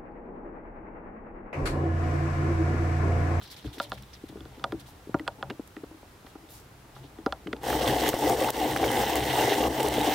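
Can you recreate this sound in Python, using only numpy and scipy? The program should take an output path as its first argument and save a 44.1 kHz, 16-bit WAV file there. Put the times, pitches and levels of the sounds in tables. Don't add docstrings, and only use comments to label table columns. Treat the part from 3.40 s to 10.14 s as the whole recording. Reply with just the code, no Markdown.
import sys
import numpy as np
from scipy import signal
from scipy.io import wavfile
from scipy.ndimage import uniform_filter1d

SR = 44100
rng = np.random.default_rng(int(sys.argv[2]) if len(sys.argv) > 2 else 0)


def invert_db(x):
    u = np.asarray(x, float) / 20
    return 10 ** u


def master_out(mix):
    frames = np.transpose(np.atleast_2d(mix))
    ceiling = np.clip(frames, -1, 1)
    pcm = np.round(ceiling * 32767).astype(np.int16)
    wavfile.write(sys.argv[1], SR, pcm)


N = 297234
T = np.arange(N) / SR

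# frequency in Hz, level in dB per Hz.
AIR_SPECTRUM = [(25, 8), (80, 8.5), (217, -7), (317, 2.5), (503, -14), (796, -5), (2280, -17), (6920, -25)]
AIR_DB = -51.5

# frequency in Hz, width in Hz, level in dB, left minus right in dB.
TABLE_MODES = [(66, 12, 0, 1.4), (133, 18, -3, 1.7), (100, 50, -11, 1.5), (200, 30, -13, 1.8)]
# centre in seconds, length in seconds, boom in dB.
HEAVES = [(0.015, 0.13, -46), (0.27, 0.052, -33), (0.57, 0.25, -44), (0.997, 0.26, -40),
          (1.328, 0.24, -40.5), (1.802, 0.24, -41), (2.082, 0.13, -37.5), (3.453, 0.12, -52),
          (3.638, 0.16, -46), (3.905, 0.16, -48), (4.102, 0.27, -51), (4.443, 0.31, -36),
          (4.652, 0.086, -40), (4.905, 0.28, -36.5), (5.44, 0.37, -34.5), (5.612, 0.079, -32),
          (5.848, 0.19, -34.5), (6.035, 0.084, -32), (6.285, 0.095, -32), (6.564, 0.17, -32.5)]
REST_DB, SHAKE_DB = -62, -13.5

# frequency in Hz, width in Hz, level in dB, left minus right in dB.
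HOUSING_MODES = [(253, 65, -2, 1.5), (306.2, 34, 5.5, 2), (422, 168, 1, 3.5), (514, 86, 2, 1.5),
                 (633, 397, -4, 0), (782.5, 206, 3.5, 4), (829.3, 137, 7, 1.5), (893, 260, -7.5, 11),
                 (1140, 170, -14.5, -16)]
CRUMB_MODES = [(3500, 1570, 3.5, -1.3), (4050, 1700, 1, 0.22), (5450, 1500, -6, 0.32),
               (1740, 1300, -3.5, -0.12)]
SKIN_MODES = [(4960, 6600, 1, .1), (9000, 8800, 1.5, .1), (13500, 6800, 3, .1)]
DRUM_MODES = [(1586, 580, 5, 3.5), (2020, 410, 8.5, -4), (2940, 860, 7, -1.5), (3850, 1330, 0.5, -4.5),
              (4550, 200, -3.5, 15.5)]
TEETH_MODES = [(5570, 2120, 3.5, 1), (6900, 1060, -3, 1), (8600, 2900, 2, -1), (11440, 1550, -7, -1.3),
               (14200, 5100, -0.5, -1.6)]

# time in seconds, creak in dB.
GRIP = [(0.0, -64), (0.44, -48.5), (0.75, -71.5), (1.25, -52), (1.7, -63), (1.93, -54.5), (2.7, -74),
        (2.91, -58), (3.38, -64), (3.67, -54.5), (4.1, -59), (4.25, -48)]
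# start in seconds, length in seconds, crumb rustle in dB, finger slide in dB.
RUBS = [(0.018, 0.049, -48.5, -52.5), (0.073, 0.013, -56, -56), (0.1, 0.051, -48.5, -48.5),
        (0.163, 0.051, -50, -57), (0.242, 0.042, -53, -56), (0.327, 0.051, -51, -51.5),
        (0.381, 0.02, -46, -51), (0.411, 0.046, -43, -46.5), (0.494, 0.011, -68, -49),
        (0.524, 0.038, -51, -53.5), (0.573, 0.024, -53, -60), (0.732, 0.028, -51.5, -62),
        (0.883, 0.017, -54.5, -57), (1.142, 0.023, -58, -71), (1.395, 0.025, -53, -53),
        (1.458, 0.073, -61, -55), (2.274, 0.0056, -73, -50), (2.86, 0.055, -62, -60),
        (3.085, 0.14, -65, -49.5), (3.549, 0.066, -58.5, -63), (3.629, 0.053, -60, -73)]
TRICKLE_DB, SETTLE_DB_PER_S = -58, 8.5

# frequency in Hz, decay by 60 dB in seconds, level in dB.
BODY_MODES = [(319.7, 0.09, 12), (287.3, 0.26, -2.5), (393.5, 0.043, 11), (275, .06, -31)]
SHELL_MODES = [(576, 0.15, -2), (660, 0.033, 10), (765, 0.027, 13.5), (930, 0.047, 5)]
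CLACK_MODES = [(1233, 0.023, 12), (1394, 0.033, 13), (1610, 0.019, 2)]
TICK_MODES = [(3510, 0.0069, 4.5), (2970, 0.0041, -16), (4170, 0.0063, -1.5), (4760, 0.0064, -8.5),
              (5850, .008, -21), (7670, 0.0048, -9.5)]
# start in seconds, clack in dB, thud over clack in dB, tick over clack in dB.
KNOCKS = [(0.0144, -41.5, -10, -6), (0.2447, -43, 8, -11), (0.2783, -46, -3, -13),
          (0.4005, -19.5, -14.5, -6.5), (0.5193, -22.5, -14.5, -7.5), (0.9703, -46.5, 4.5, -11),
          (1.0065, -45, 4, -2), (1.0538, -44, 3, -4), (1.1964, -46, -2, -3), (1.2412, -18, -15, -7),
          (1.322, -31.5, 2, -9), (1.7434, -18, 0, -40), (1.798, -42, 7.5, -11), (1.8672, -36.5, -7.5, -22),
          (1.8779, -19.5, -10.5, -6.5), (2.0272, -21.5, -13.5, -12), (2.101, -35.5, 6, -1.5),
          (2.365, -48.5, 12, -1), (2.4384, -44, -3.5, -12), (2.8662, -44, -5.5, -4), (2.9531, -44, 5, -15),
          (3.5642, -40.5, -2.5, -21), (3.7854, -44, 7, -11), (3.8624, -19, 0.5, -13.5),
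          (3.9245, -21.5, -16.5, -6), (4.071, -44.5, 13, -13), (4.1298, -36, 7.5, 1.5), (4.166, -47, 3, 3),
          (4.211, -54, 8, -5)]
# start in seconds, thud in dB, shell over thud in dB.
BUMPS = [(0.378, -34, -10), (0.894, -39, -2), (0.924, -40, 2), (1.176, -37, -13), (1.338, -27.5, -14),
         (1.531, -48, 1), (1.671, -34.5, -24), (1.985, -40, -9), (2.511, -40, 0), (2.63, -47, 10),
         (2.733, -50, -9), (2.846, -40, -3), (3.317, -53, -4), (4.061, -28.5, -21), (4.112, -40, -8)]
SHELL_DB, SHELL_SHARE = 3, 0.17
THUD_LAG_S, LAG_S_PER_DB = 0.00236, 0.03
SEAT_S, SEAT_DB = 0.008, 13.5

# time in seconds, effort in dB, share of steel contact in dB.
CRANK = [(4.212, -58, -2), (4.24, -35.5, -9), (4.3, -26.5, -8), (4.48, -24.5, -8.5), (4.57, -27, -7.5),
         (4.67, -23, -9.5), (4.88, -19, -12.5), (4.96, -26, -11.5), (5.1, -27, -8), (5.33, -29, -8),
         (5.44, -25, -9.5), (5.61, -25, -7.5), (5.73, -27, -8.5), (5.94, -27.5, -5), (6.0, -23, -6),
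         (6.14, -25, -6.5), (6.26, -24, -12), (6.74, -24, -8)]
# start in seconds, loss in dB, time to bite again in seconds.
SLIPS = [
    (4.699, 9, 0.2),
    (4.755, 5, 0.037),
    (5.104, 16, 0.048),
    (5.375, 6, 0.036),
    (5.735, 1.5, 0.014),
    (6.28, 5.5, 0.02),
    (6.284, 7, 0.14),
    (6.488, 4.5, 0.086),
]
LET_GO_S = 0.0049
# start in seconds, thud in dB, shell in dB.
LURCHES = [(4.353, -33, -10), (4.524, -40, -9), (4.617, -12, -22), (4.7407, -40, -10.5),
           (4.907, -34, -13.5), (5.41, -13, -22), (5.6339, -41, -12), (5.702, -32, -19), (6.155, -35, -25),
           (6.205, -14, -30), (6.279, -12.5, -38), (6.384, -19, -24), (6.468, -14, -23), (6.581, -17, -34)]
# start in seconds, ring in dB, ring in Hz, crack over ring in dB.
SNAPS = [(4.2328, -38, 1700, -7), (4.302, -25, 1750, -10), (4.3297, -19, 1270, -22),
         (4.477, -20, 3510, -10), (4.6377, -28, 2040, -7), (4.6635, -22, 1720, -21),
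         (4.6808, -21, 3280, -11), (4.6902, -23, 2940, 0.5), (4.7327, -24, 1380, -19),
         (4.8524, -31, 1970, -7), (4.897, -25.5, 1210, -4.5), (5.005, -34, 1670, -1),
         (5.038, -35, 2090, -2), (5.0453, -23.5, 2740, -13), (5.1041, -32.5, 2640, 6),
         (5.1685, -30, 2990, -11), (5.3105, -29, 1800, -10), (5.363, -16, 1650, -22),
         (5.441, -19.5, 2220, -24), (5.5154, -33, 2020, 1.5), (5.5564, -35, 2980, -3),
         (5.6983, -31, 2020, -7), (5.7555, -22.5, 2020, -5.5), (5.8388, -28, 3020, -10),
         (6.4037, -23.5, 2940, -11), (6.4303, -32.5, 1920, -1), (6.464, -26, 2870, -21),
         (6.4852, -29, 3000, -4), (6.54, -27, 2970, -9), (6.6129, -21.5, 3800, -17)]
# start in seconds, ring in dB, ring in Hz,
# crack over ring in dB.
TAPS = [(.624, -44, 5560, -8), (.634, -45, 3900, -20), (.732, -45, 3700, -20), (1.3222, -34.5, 1640, -22),
        (1.7433, -42, 5700, -20), (1.788, -44, 3200, -20), (1.7962, -29, 1990, -30),
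        (2.0997, -32, 2110, -28), (2.1035, -35, 3000, -23), (2.1055, -28.5, 1690, -40),
        (2.110, -38, 2800, -30), (2.367, -35.5, 1860, -35), (2.87, -44, 1900, -20), (3.787, -44, 1300, -30),
        (3.8622, -30, 4900, -20), (4.0715, -30.5, 2070, -42), (4.074, -36, 3000, -30),
        (4.1311, -22, 1940, -45), (5.088, -21.5, 1290, -30)]
# start in seconds, knock in dB, ring in Hz.
BITES = [(4.235, -25, 830), (4.266, -20, 750), (4.304, -16, 800), (4.353, -20.5, 845), (4.414, -20, 579),
         (4.47, -12, 544), (4.528, -16, 800), (4.561, -24, 795), (4.619, -23, 563), (4.702, -23, 740),
         (4.74, -7.5, 534), (4.766, -19, 829), (4.838, -18, 830), (4.908, -15, 710), (5.015, -15, 512),
         (5.044, -13, 756), (5.177, -22, 509), (5.214, -15, 760), (5.23, -14.5, 514), (5.313, -18, 762),
         (5.398, -20, 727), (5.429, -11, 770), (5.503, -17, 816), (5.562, -22, 764), (5.614, -13, 703),
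         (5.634, -19, 820), (5.699, -14.5, 775), (5.756, -17, 715), (5.848, -24, 630), (5.955, -18, 799),
         (5.983, -13, 789), (6.121, -14, 785), (6.155, -29, 501), (6.192, -25, 738), (6.205, -15, 515),
         (6.251, -26, 840), (6.275, -25, 830), (6.384, -23, 781), (6.43, -27, 805), (6.446, -16, 830),
         (6.519, -23, 797), (6.565, -24, 770), (6.581, -9, 507), (6.681, -18.5, 710), (6.712, -19, 818)]
# start in seconds, ring in dB, ring in Hz.
CHIPS = [(4.2617, -32, 1690), (4.2684, -30, 1410), (4.2858, -26, 1780), (4.4618, -20, 3440),
         (4.4955, -20, 1670), (4.8599, -20, 1970), (4.9606, -30, 1740), (4.9781, -31, 2930),
         (5.1432, -31, 2860), (5.218, -22, 2900), (5.3198, -24, 1850), (5.4874, -21, 3080),
         (5.602, -25, 1820), (5.6715, -24, 2990), (5.8047, -21, 2070), (5.9694, -22, 2810),
         (5.9994, -20, 2850), (6.03, -23, 3700), (6.06, -26, 1950), (6.0794, -21, 2020),
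         (6.0994, -19, 1810), (6.1297, -16, 1960), (6.1903, -25, 2910), (6.2364, -20, 2860),
         (6.5131, -31, 2050), (6.5594, -35, 2230), (6.6486, -26, 2800), (6.699, -29, 1920)]
BITE_T60_S, CHIP_T60_S = 0.051, 0.026
STALL_S, STALL_DB = 0.0047, 3
STEEL_LOSS = 0.71
SCRAPE_DB, SCRAPE_SHARE = -4, 0.65
BODY_EASE = 0.64


def level(x, db):
    return x * invert_db(db) / np.sqrt(np.mean(x ** 2))


def sides(pan_db):
    return np.array([[pan_db], [-pan_db]]) / 2


def curves(table):
    s, *columns = np.transpose(table)
    span = slice(int(s[0] * SR), int(s[-1] * SR + 100))
    return span, [np.interp(T[span], s, column) for column in columns]


def walk(size, rate):
    hold = int(SR / rate)
    steps = np.repeat(rng.standard_normal(size // hold + 1), hold)
    return uniform_filter1d(steps, hold)[:size]


def clicks(size, rate, scatter_db):
    hit = rng.random(size) < rate / SR
    force = rng.standard_normal(size)
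    extra_db = np.minimum(scatter_db * rng.exponential(size=size), 18)
    return level(hit * force * invert_db(extra_db), 0)


def ring(size, rate, scatter_db, modes, apart, flicker_db, flicker_rate):
    mid = clicks(size, rate, scatter_db)
    side = apart * clicks(size, rate, scatter_db)
    both = np.array([mid + side, mid - side])
    out = 0
    for k, (hz, width_hz, db, pan_db) in enumerate(modes):
        peak = np.concatenate(signal.iirpeak(hz, hz / width_hz, SR))
        band = (-1) ** k * signal.sosfilt([peak, peak], both)
        out = out + band * invert_db(db + flicker_db * walk(size, flicker_rate) + sides(pan_db))
    return level(out, 0)


def strike(modes, push_s, rattle_s, rattle):
    t = T[:4096]
    body = 0
    for hz, t60, db in modes:
        detune, luck = rng.standard_normal(2)
        tone = np.sin(2 * np.pi * hz * (1 + .012 * detune) * t)
        body = body + invert_db(db + 1.5 * luck) * tone * 1000. 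** (-t / t60)
    contacts = rng.random(len(t)) < .03
    force = rattle * rng.standard_normal(len(t)) * contacts * np.exp(-t / rattle_s)
    force[0] = 1
    push = np.hanning(int(push_s * SR) + 3)
    blow = signal.fftconvolve(np.convolve(force, push), body)[:len(t)]
    return blow / np.abs(blow).max()


def add(out, x, s, db, pan_db):
    i = max(int(s * SR), 0)
    out[:, i:i + len(x)] += x[:N - i] * invert_db(db + sides(pan_db))


def air():
    out, (hz_points, db_points) = 0, np.transpose(AIR_SPECTRUM)
    for hz in 30 * 2 ** np.arange(0, 9.1, .5):
        mid, side = signal.lfilter(*signal.iirpeak(hz, 2.5, SR), rng.standard_normal((2, N)))
        db = np.interp(np.log(hz), np.log(hz_points), db_points) + 0.24 * walk(N, 7.43)
        out = out + invert_db(db) * (mid + min(hz / 1000., .8) * side * np.array([[1], [-1]]))
    return level(out, AIR_DB + 0.5)


def cranking():
    span, (effort_db, steel_db) = curves(CRANK)
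    loss_db = 0
    for s, db, back_s in SLIPS:
        since = np.clip(T[span] - s, 0, 1)
        loss_db = loss_db + db * np.minimum(since / LET_GO_S, 1) * np.exp(-(since / back_s) ** 2)
    return span, effort_db, steel_db, loss_db


def table():
    boom = np.full(N, invert_db(REST_DB))
    for s, length_s, db in HEAVES:
        boom += invert_db(db) * np.exp(-(2 * (T - s) / length_s) ** 2)
    span, effort_db, _, loss_db = cranking()
    boom[span] += invert_db(effort_db - loss_db + SHAKE_DB)
    return ring(N, 2000, 0.46, TABLE_MODES, 0.088, 0.44, 31) * invert_db(-4.5) * boom


def handling():
    span, (creak_db,) = curves(GRIP)
    out, size, t = np.zeros((2, N)), len(creak_db), T[span]
    rustle, slide = invert_db(TRICKLE_DB - SETTLE_DB_PER_S * t), 0
    for s, length_s, rustle_db, slide_db in RUBS:
        u = np.clip((t - s) / length_s, 0, 4)
        jolt = np.minimum(u * length_s / .002, 1) * np.exp(-u ** 2)
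        swell = np.sin(np.pi * np.minimum(u / 1.42, 1) ** 0.47) ** 2
        rustle = rustle + invert_db(rustle_db) * jolt
        slide = slide + invert_db(slide_db) * swell
    out[:, span] = ring(size, 800, 3.0, HOUSING_MODES, .25, 3.0, 25) * invert_db(creak_db - 1.5)
    out[:, span] += ring(size, 4000, 2.2, CRUMB_MODES, .6, 3.5, 70) * rustle
    out[:, span] += ring(size, 15000, 4.1, SKIN_MODES, 1.0, 1.6, 26.7) * slide
    return out


def knocks():
    out = np.zeros((2, N))
    seated = invert_db(-SEAT_DB * np.clip((T[:4096] - SEAT_S) / .0015, 0, 1))
    for s, clack_db, thud_over_db, tick_over_db in KNOCKS:
        tick = strike(TICK_MODES, .00008, .003, .5)
        add(out, tick, s - .0004, clack_db + tick_over_db + 9.5, -2.5)
        clack = strike(CLACK_MODES, .0002, .003, .25)
        add(out, clack, s + 0.00045, clack_db + 3.0, -3.0)
        shell = strike(SHELL_MODES, .0004, .018, .13)
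        add(out, shell, s + 0.00394, clack_db + SHELL_DB + SHELL_SHARE * thud_over_db, 1.5)
        thud = strike(BODY_MODES, 0.00061, 0.01, 0.53)
        if clack_db > -25:
            thud = thud * seated
        lag_s = THUD_LAG_S - LAG_S_PER_DB * min(thud_over_db, 0)
        add(out, thud, s + lag_s, clack_db + thud_over_db + 7.5, 2.5)
    for s, thud_db, shell_over_db in BUMPS:
        add(out, strike(SHELL_MODES, 0.00093, .02, 0.17), s, thud_db + shell_over_db - 1.5, 1.5)
        add(out, strike(BODY_MODES, 0.002, 0.0077, 0.53), s, thud_db + 2.5, 2.5)
    return signal.sosfilt(signal.butter(2, 190, "high", fs=SR, output="sos"), out)


def lurches():
    out = np.zeros((2, N))
    for s, thud_db, shell_db in LURCHES:
        add(out, strike(SHELL_MODES, 0.001, 0.006, 0.44), s, shell_db - 8.5, 2.2)
        add(out, strike(BODY_MODES, 0.0013, 0.012, 0.38), s, thud_db - 8.0, 2.5)
    return out


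def snaps():
    out, t = np.zeros((2, N)), T[:400]
    sharp = signal.butter(3, 5000, "high", fs=SR, output="sos")
    for s, ring_db, hz, crack_over_db in [*SNAPS, *TAPS]:
        crack = signal.sosfilt(sharp, rng.standard_normal(len(t)) * np.exp(-t / 0.0011))
        add(out, crack / np.abs(crack).max(), s, ring_db + crack_over_db + 14.5, -1.2)
        modes = [(hz, .012, 0), (.78 * hz, .008, -7), (1.3 * hz, .006, -6)]
        ping = strike(modes, .00005, .002, .4)
        add(out, ping, s, ring_db + 5.0, -2.5)
    return out


def bites():
    out = np.zeros((2, N))
    for s, db, hz in BITES:
        modes = [(hz, BITE_T60_S, 0), (0.69 * hz, BITE_T60_S, -11), (1.14 * hz, .02, -6)]
        add(out, strike(modes, 0.00037, 0.0038, 0.37), s, db - 2.5, 2.3)
    for s, db, hz in CHIPS:
        modes = [(hz, CHIP_T60_S, 0), (1.45 * hz, .006, -9)]
        add(out, strike(modes, .00005, 0.0038, 0.39), s, db - 5.5, -2.4)
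    return out


def stalls():
    return sum(STALL_DB * np.exp(-((T - s + STALL_S) / STALL_S) ** 2) for s, _, _ in BITES)


def grating():
    span, effort_db, steel_db, loss_db = cranking()
    bite_db = effort_db - loss_db
    rasp_db = effort_db + steel_db - STEEL_LOSS * loss_db
    scrape_db = effort_db + SCRAPE_DB + SCRAPE_SHARE * steel_db - STEEL_LOSS * loss_db
    out, size, stall_db = np.zeros((2, N)), len(bite_db), stalls()[span]
    catching = invert_db(1.08 * walk(size, 39.4) - 0.18 * stall_db)
    housing = ring(size, 2500, 0.93, HOUSING_MODES, 0.051, 2.15, 18) * invert_db(bite_db + 0.64 - 0.4 * stall_db)
    body = signal.sosfilt(signal.butter(1, 500, fs=SR, output="sos"), housing)
    housing = housing + body * (invert_db(-BODY_EASE * (steel_db + 9.0)) - 1)
    drum = ring(size, 2600, 0.85, DRUM_MODES, 0.34, 1.6, 22.24) * invert_db(rasp_db + 0.5 * walk(size, 90))
    teeth = ring(size, 9000, 1.6, TEETH_MODES, 0.49, 1.0, 25.36)
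    teeth = teeth * invert_db(scrape_db - 2.47 + 1.13 * walk(size, 100))
    out[:, span] = catching * (housing + drum + teeth)
    return out


def scene():
    return air() + table() + handling() + knocks() + lurches() + snaps() + bites() + grating()


def top_cut(x):
    return signal.sosfilt(signal.butter(12, 16100, fs=SR, output="sos"), x)


def record(dry):
    x = signal.sosfilt(signal.butter(2, 42, "high", fs=SR, output="sos"), dry)
    x = np.tanh(2.086 * x) / 2.357
    x = signal.sosfilt(signal.ellip(14, .2, 90, 15800, fs=SR, output="sos"), x)
    return top_cut(x)


dry = scene()
out = record(dry)
master_out(out)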